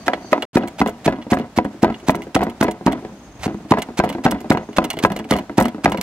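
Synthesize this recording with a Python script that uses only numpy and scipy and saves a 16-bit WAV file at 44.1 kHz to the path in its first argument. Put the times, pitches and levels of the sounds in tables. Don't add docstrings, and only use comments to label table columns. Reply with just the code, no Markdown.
import sys
import numpy as np
from scipy import signal
from scipy.fft import rfft, irfft, next_fast_len
from scipy.io import wavfile

SR = 44100
rng = np.random.default_rng(int(sys.argv[2]) if len(sys.argv) > 2 else 0)


def to_linear_factor(level_db):
    exponent = np.asarray(level_db, float) / 20
    return 10 ** exponent


def unload_audio(sound):
    columns = np.transpose(np.atleast_2d(sound))
    steps = np.round(np.clip(columns, -1, 1) * 32767)
    wavfile.write(sys.argv[1], SR, steps.astype(np.int16))


N = 265482


def rms_one(x):
    return x / np.sqrt(np.mean(x ** 2) + 1e-20)


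def coloured(x, points, share=1):
    hz, db = np.transpose(points)
    size = next_fast_len(N)
    grid = np.maximum(np.fft.rfftfreq(size, 1 / SR), 1)
    curve_db = np.interp(np.log(grid), np.log(hz), db)
    return irfft(rfft(x, size) * to_linear_factor(share * curve_db), size)[..., :N]


def clicks(seconds, sizes):
    out = np.full(N, 1e-18)
    places = np.round(np.asarray(seconds) * SR).astype(int)
    np.add.at(out, np.clip(places, 0, N - 1), sizes)
    return out


def ring(x, hz, t60):
    r, w = to_linear_factor(-60 / (t60 * SR)), 2 * np.pi * hz / SR
    return signal.lfilter([0, np.sin(w)], [1, -2 * r * np.cos(w), r * r], x)


def fade(x, t60):
    return signal.lfilter([1], [1, -to_linear_factor(-60 / (t60 * SR))], x)


def soften(x, hz):
    r = np.exp(-2 * np.pi * hz / SR)
    return signal.lfilter([(1 - r) ** 2], [1, -2 * r, r * r], x)


def strike(seconds, db, modes, spread_db, chatter_s, dulling=0, count=4, shifts=(1,)):
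    draw = rng.standard_normal((len(seconds), len(modes), count, 2))
    dealt = rng.integers(0, len(shifts), (len(seconds), len(modes), 1))
    late = abs(draw[..., 1]) * np.arange(count)
    favoured = draw[..., :1, 1]
    strength_db = spread_db * (0.32 * favoured + .5 * abs(draw[..., 0])) - 5.45 * late
    sizes = to_linear_factor(strength_db) * np.sign(draw[..., 0])
    out = 0
    for k, (hz, mode_db, t60) in enumerate(modes):
        times = seconds[:, None] + chatter_s * late[:, k]
        height = to_linear_factor(db + mode_db + dulling * db * np.log2(hz / 700))[:, None]
        for j, shift in enumerate(shifts):
            chosen = (dealt[:, k] == j) * sizes[:, k] * height
            out = out + ring(clicks(times, chosen), hz * shift, t60)
    return out


def grains(per_s, spread_db):
    sizes = to_linear_factor(abs(spread_db) * np.minimum(rng.exponential(1, N), 4)) * rng.choice([-1, 1], N)
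    return rms_one(sizes * (rng.random(N) < per_s / SR))


# pitch_hz, level_db
SIDE_DB = [(60, -16.5), (150, -27), (380, -23.5), (950, -9.5), (2380, -3), (5980, 1), (15000, -2.5)]
# pitch_hz, level_db
BALANCE_DB = [(60, 0), (180, 0), (550, 2), (1650, -2), (4970, -2), (15000, -7.5)]


def at_microphones(x, turn, scattered):
    close = rng.standard_normal(900) * to_linear_factor(-np.arange(900) * .06)
    reflections = signal.fftconvolve(x, close / np.linalg.norm(close))[:N]
    quarter_turn = signal.hilbert(x, next_fast_len(N)).imag[:N]
    side = coloured(turn * quarter_turn + scattered * reflections, SIDE_DB)
    left = coloured(x + side, BALANCE_DB, share=.5)
    right = coloured(x - side, BALANCE_DB, share=-.5)
    return left, right


# pitch_hz, level_db (relative)
AIR = [(18, -26), (30, -4), (239, 2.5), (499, -7), (684, -2.5), (844, -8), (1350, -13.5), (3220, -22),
       (6550, -28), (7090, -28.5), (14800, -41.5), (16000, -41)]
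# start_s, end_s
GAP_S = (.4525, .5315)


def air():
    mid, side = coloured(rng.standard_normal((2, N)), AIR)
    gusts_db = rms_one(soften(rng.standard_normal(N), 8.1))
    before = np.arange(N) < GAP_S[0] * SR
    hush = rms_one(mid + coloured(side, SIDE_DB) * [[1], [-1]])
    return to_linear_factor(-46.5) * to_linear_factor(gusts_db + 3.5 * before) * hush


def narrow_band(hz, t60):
    noise = rng.standard_normal((2, N))
    return rms_one(ring(ring(noise, hz, t60), hz, t60))


# pitch_hz, width_hz (of one resonator), level_db
EARLY_BANDS = [(4560, 380, 0), (6150, 500, -1)]
# time_s, level_db
EARLY_SWELL = [(0, -56), (0.07, -61), (0.17, -67), (0.27, -52.5), (0.33, -57.5), (0.45, -71)]


def early_insects():
    swell_db = np.interp(np.arange(N) / SR, *np.transpose(EARLY_SWELL), right=-200)
    bands = sum(to_linear_factor(db) * narrow_band(hz, np.log(1000) / np.pi / width_hz) for hz, width_hz, db in EARLY_BANDS)
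    return to_linear_factor(swell_db) * bands


# landing_s (deepest pressure dip), thump_db, crush_length_s, crush_peak_db,
# early_crush_db (against the peak); levels are relative
BLOWS = [(0.0746, -25, 0.015, -35.5, -1.5), (0.3258, -17, 0.014, -36.5, -2), (0.56, -9.5, 0.018, -28, -10),
         (0.8077, -18, 0.025, -31.5, -2), (1.0658, -14.5, 0.022, -27, -5.5),
         (1.323, -10.5, 0.022, -31, -0.5), (1.5794, -15, 0.019, -30, -4), (1.8331, -9.5, 0.014, -25, -12),
         (2.088, -14.5, 0.021, -23.5, -15), (2.3572, -12.5, 0.011, -25, 4),
         (2.614, -13.5, 0.011, -20.5, -17), (2.866, -13, 0.0092, -23, -21),
         (3.468, -16.5, 0.077, -32.5, -14.5), (3.7158, -8, 0.032, -26.5, -23),
         (3.994, -13.5, 0.023, -25.5, -5.5), (4.2556, -12.5, 0.019, -26, -5.5),
         (4.507, -8, 0.0092, -23.5, -4), (4.7776, -26, 0.014, -28.5, 1), (5.041, -13, 0.017, -21.5, -9.5),
         (5.3151, -12, 0.027, -19, -22.5), (5.584, -9, 0.013, -18, -15.5),
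         (5.8494, -14.5, 0.013, -18.5, -13)]
# pitch_hz, level_db (relative)
CRUSH = [(290, -46), (500, 4.5), (698, 10), (1140, 2), (2570, -0.5), (5880, -8.5), (7100, -10.5),
         (14500, -24), (16000, -31)]


def crush():
    t, swell = np.arange(N) / SR, np.zeros(N)
    for s, _, length, db, early_db in BLOWS:
        start = s - length
        peak = s - 5.8 * length ** 2
        times = np.maximum.accumulate([start - .003, start + 0.001, peak - .004, peak, s, s + 0.004, s + 0.035])
        levels = db + np.array([early_db - 51, early_db - 10.5, 0.9 * early_db, 0, -7, -22, -50])
        swell += to_linear_factor(np.interp(t, times, levels, left=-200, right=-200))
    return to_linear_factor(4.0) * swell * rms_one(coloured(grains(9000, spread_db=3.0), CRUSH))


# pitch_hz, level_db (relative), t60_s
THUMP = [(266, 12, 0.018), (207, -34.5, 0.11), (97, -26.5, 0.039), (62, -59, 0.04)]


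def thumps():
    s, db = np.array(BLOWS)[:, :2].T
    push = soften(clicks(s - .0029, to_linear_factor(db - 4)) - clicks(s - .0012, to_linear_factor(db - 3)), 1200)
    return sum(to_linear_factor(mode_db) * ring(push, hz, t60) for hz, mode_db, t60 in THUMP)


def grit(per_s, top_hz):
    return rms_one(soften(coloured(grains(per_s, spread_db=3.0), CRUSH), top_hz))


# start_s, level_db (relative)
KNOCKS = [(0.081, -3.5), (0.0966, -16), (0.1335, -8.5), (0.1779, -34), (0.245, -34.5), (0.3295, 0.5),
          (0.379, -17), (0.4288, -21.5), (0.5639, -12.5), (0.5706, -1.5), (0.61, -22), (0.635, -17.5),
          (0.735, -51), (0.815, -3), (0.8613, -11.5), (0.8848, -19), (1.0715, -13), (1.078, -2),
          (1.125, -16), (1.1857, -32), (1.267, -35), (1.3252, -8), (1.332, -3), (1.3703, -14), (1.398, -18),
          (1.5855, -3), (1.6502, -17), (1.743, -40), (1.8354, -7.5), (1.845, -3.5), (1.9005, -15.5),
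          (2.029, -37.5), (2.0946, -0.5), (2.1472, -14), (2.1875, -26.5), (2.2689, -32), (2.362, -4),
          (2.3923, -17), (2.4077, -14.5), (2.4173, -12), (2.4299, -13), (2.4676, -19), (2.617, -11.5),
          (2.6261, -4.5), (2.6435, -11.5), (2.6821, -11.5), (2.8108, -31), (2.87, -8), (2.879, -5.5),
          (2.9157, -18.5), (2.93, -15), (2.979, -33), (3.0247, -38), (3.0493, -26), (3.122, -41),
          (3.46, -20), (3.478, -16), (3.497, -29), (3.5445, -31), (3.6, -40.5), (3.65, -37.5), (3.7197, -1),
          (3.7378, -7), (3.773, -13.5), (3.7833, -15.5), (3.887, -30), (3.904, -39), (3.9988, -3),
          (4.0376, -8), (4.058, -17.5), (4.1004, -22), (4.1488, -20.5), (4.1828, -25), (4.2559, -9.5),
          (4.2627, -3.5), (4.2777, -10.5), (4.3222, -15.5), (4.346, -23), (4.404, -32), (4.444, -26),
          (4.5115, -3), (4.518, -5.5), (4.541, -17.5), (4.573, -14), (4.6888, -31.5), (4.7838, -0.5),
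          (4.8044, -23), (4.828, -22), (4.8464, -17.5), (4.9382, -27.5), (4.972, -26), (4.9995, -27.5),
          (5.0492, -0.5), (5.1016, -13.5), (5.1169, -22), (5.1613, -26), (5.1965, -21.5), (5.25, -33),
          (5.3213, -5.5), (5.3373, -14), (5.356, -15.5), (5.3868, -19.5), (5.4961, -23), (5.5871, -3.5),
          (5.5974, -7), (5.6103, -8), (5.6562, -12), (5.7464, -28.5), (5.7818, -32.5), (5.8575, 0.5),
          (5.8778, -10.5), (5.9212, -13.5), (5.9452, -17.5), (5.984, -24.5)]
# pitch_hz, level_db (relative), t60_s
CONTACT = [(441, -2, 0.029), (530, -1, 0.06), (634.7, -1, 0.071), (724.5, 3, 0.069), (776, -0.5, 0.034),
           (973.5, 0, 0.069), (938, 12, 0.01), (1163, -30.5, 0.13), (1278, 0.5, 0.045), (1474, -3, 0.042),
           (1630, -2, 0.054), (1973, 5, 0.021), (2486, -4.5, 0.034), (3200, -15.5, 0.016)]
# pitch_hz, level_db (relative), t60_s
PLANKS = [(168, -6.5, 0.14), (207.3, -1.5, 0.16), (234, -2.5, 0.21), (278.5, -0.5, 0.15),
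          (330.6, -0.5, 0.15), (410, -5, 0.14)]
MODE_SHIFTS = (0.965, 1, 1.035)


def knocks():
    s, db = np.transpose(KNOCKS)
    contact = strike(s, db - 14.5, CONTACT, spread_db=3.5, chatter_s=0.001493, dulling=0.23, shifts=MODE_SHIFTS)
    scatter = fade(clicks(s, to_linear_factor(db - 16.0)), 0.047) * grit(4000, top_hz=2880)
    boom_db = -19 + 0.65 * db
    boom = strike(s, boom_db, PLANKS, spread_db=6.0, chatter_s=0.00299, shifts=MODE_SHIFTS)
    return contact + scatter + boom


# pitch_hz, level_db (relative), t60_s
TICK_WOOD = [(2060, 1, .04), (2240, 1, .03), (2860, 2, .045), (2980, 2, .03), (3350, -1, .04),
             (4260, -5, .03)]


def shudder():
    s, db = np.transpose(KNOCKS)
    shake = fade(clicks(s + .003, to_linear_factor(0.97 * db)), 0.2)
    bumps = shake * grains(400, spread_db=4.0)
    low = sum(to_linear_factor(mode_db) * ring(bumps, hz, t60) for hz, mode_db, t60 in PLANKS)
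    soft_bumps = soften(bumps, 1300)
    hard = sum(to_linear_factor(mode_db) * ring(soft_bumps, hz, t60) for hz, mode_db, t60 in CONTACT)
    clatter = shake * grains(120, spread_db=4.5)
    clink = sum(to_linear_factor(mode_db) * ring(clatter, hz, t60) for hz, mode_db, t60 in TICK_WOOD)
    settling = shake * grit(500, top_hz=2410)
    return to_linear_factor(-69.5) * clink + to_linear_factor(-60.5) * low + to_linear_factor(-49) * hard + to_linear_factor(-31.5) * settling


# start_s, ring_db (relative), wood_db (against the ring)
TICKS = [(0.134, -38.5, 24.5), (0.4228, -26.5, 12), (0.576, -25.5, -13), (0.625, -55, 25.5),
         (0.675, -31.5, 2.5), (0.821, -32, -4), (0.8739, -24, 0), (0.893, -30.5, -1.5), (1.088, -34, -11),
         (1.157, -55, 19), (1.216, -63, 29), (1.3382, -23.5, -9), (1.3866, -36, 12), (1.646, -36, 7),
         (1.924, -54, 19), (1.943, -55.5, 28), (1.999, -50, 12), (2.1042, -16.5, -4.5), (2.153, -26, -0.5),
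         (2.2197, -39, 8.5), (2.236, -46.5, -2), (2.3675, -32, 11), (2.4334, -23.5, -5), (2.4972, -36.5, 6),
         (2.6303, -14.5, -22), (2.68, -43.5, 16), (2.711, -26.5, 0), (2.9213, -27, 6), (3.7868, -28.5, 5.5),
         (3.8195, -20.5, 3), (4.0424, -26.5, 0), (4.091, -27.5, 6), (4.1262, -34.5, 9), (4.31, -16.5, -1.5),
         (4.405, -37, -3), (4.523, -22, -1), (4.573, -38, 14), (4.73, -49.5, 15), (4.8415, -18.5, 3.5),
         (4.9028, -17.5, 3.5), (4.931, -30.5, 6), (4.969, -41, 14.5), (4.9886, -24.5, 5.5),
         (5.0574, -23.5, -4), (5.1187, -27, 4.5), (5.1628, -25.5, 6.5), (5.1897, -33.5, 8.5),
         (5.243, -45.5, 12), (5.3282, -22.5, 10), (5.365, -27, 4), (5.386, -31, 9), (5.6013, -15, -10),
         (5.6238, -19, -8), (5.6433, -41, 18), (5.6536, -23, 5.5), (5.682, -29, 5.5), (5.8967, -30, -8),
         (5.919, -23, 7.5), (5.9734, -30, 7), (6.0123, -17, 1.5)]
# pitch_hz, level_db (relative), t60_s
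METAL = [(5900, -6, .035), (6990, -2, .035), (8180, -1, .04), (9310, -2, .02), (11780, -11, .03),
         (12810, -8, .045), (13570, -9, .045)]


def ticks():
    s, db, wood_db = np.transpose(TICKS)
    luck = rng.standard_normal((len(s), 2))
    s = np.append(s, s + 0.007 * (1 + .15 * luck[:, 0]))
    db = np.append(db, db - 9.5 + 3.5 * luck[:, 1])
    wood_db = np.tile(wood_db, 2)
    burst = soften(fade(clicks(s, to_linear_factor(db)), 0.022), 700)
    bright = np.diff(grains(15000, spread_db=0.0), prepend=0)
    snap = burst * rms_one(soften(soften(bright, 8000), 9000))
    scuff = soften(fade(clicks(s, to_linear_factor(db + wood_db)), 0.073), 700) * grit(6000, top_hz=4000)
    metal = strike(s, db - 21, METAL, spread_db=3.5, chatter_s=.0012)
    wood = strike(s, db + wood_db - 18, TICK_WOOD, spread_db=3.0, chatter_s=.002)
    return to_linear_factor(-8.0) * snap + to_linear_factor(-14) * scuff + metal + wood


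# start_s, end_s, level_db
CRICKET = [(0.65, 0.8, -71), (1.66, 1.8, -76), (1.916, 2.3, -63), (3.046, 3.656, -62), (4.5, 4.864, -63)]


def cricket():
    t = np.arange(N) / SR
    bouts = sum(to_linear_factor(db) * np.sin(np.pi * np.clip((t - a) / (b - a), 0, 1)) ** 0.5 for a, b, db in CRICKET)
    wander = 3 * rms_one(soften(rng.standard_normal(N), 3))
    throb = .5 + np.maximum(np.sin(2 * np.pi * 24 * t + wander), 0)
    return bouts * throb * narrow_band(6430, .004)


# centre_s, spread_s (rise and fall), level_db
LEANS = [(3.29, 0.02, -48), (3.45, 0.064, -41)]
# low_hz, high_hz
LEAN_HZ = (50, 137)


def leans():
    t = np.arange(N) / SR
    band = signal.butter(2, LEAN_HZ, "band", fs=SR, output="sos")
    low = signal.sosfilt(band, rng.standard_normal(N))
    swells = sum(to_linear_factor(db) * np.exp(-.5 * ((t - s) / spread_s) ** 2) for s, spread_s, db in LEANS)
    return rms_one(low) * swells


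def scene():
    table = at_microphones(thumps() + shudder() + knocks() + leans(), turn=-1.08, scattered=0.55)
    small = at_microphones(crush() + ticks(), turn=0.93, scattered=0.28)
    near = np.add(table, small)
    thin = signal.sosfilt(signal.butter(2, 310, "high", fs=SR, output="sos"), near)
    near = np.where(np.arange(N) < GAP_S[0] * SR, thin, near)
    yard = rng.standard_normal((2, 9000)) * to_linear_factor(-60 * np.arange(9000) / SR / 0.1)
    wet = signal.fftconvolve(near, soften(yard, 5900), axes=1)[:, :N]
    return near + to_linear_factor(-44) * wet + air() + early_insects() + cricket()


def gain_control(x, knee_db=-24, slope=0.26, release_db_s=60, attack_hz=60):
    ramp = release_db_s * np.arange(N) / SR
    over = np.maximum(20 * np.log10(abs(x).max(axis=0) + 1e-9) - knee_db, 0)
    held = np.maximum(np.maximum.accumulate(slope * over + ramp) - ramp, 0)
    return x * to_linear_factor(4.0 - soften(held, attack_hz))


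def top_cut(x):
    return signal.sosfilt(signal.butter(12, 16850, fs=SR, output="sos"), x)


def record(dry):
    t = np.arange(N) / SR
    x = gain_control(signal.sosfilt(signal.butter(3, 45, "high", fs=SR, output="sos"), dry))
    overloaded = np.clip(x, -1, 1)
    x = signal.sosfilt(signal.cheby2(10, 30, 16200, fs=SR, output="sos"), overloaded)
    audible = (t < GAP_S[0]) | (t > GAP_S[1])
    return top_cut(np.clip(x, -1, 1) * audible)


dry = scene()
out = record(dry)
unload_audio(out)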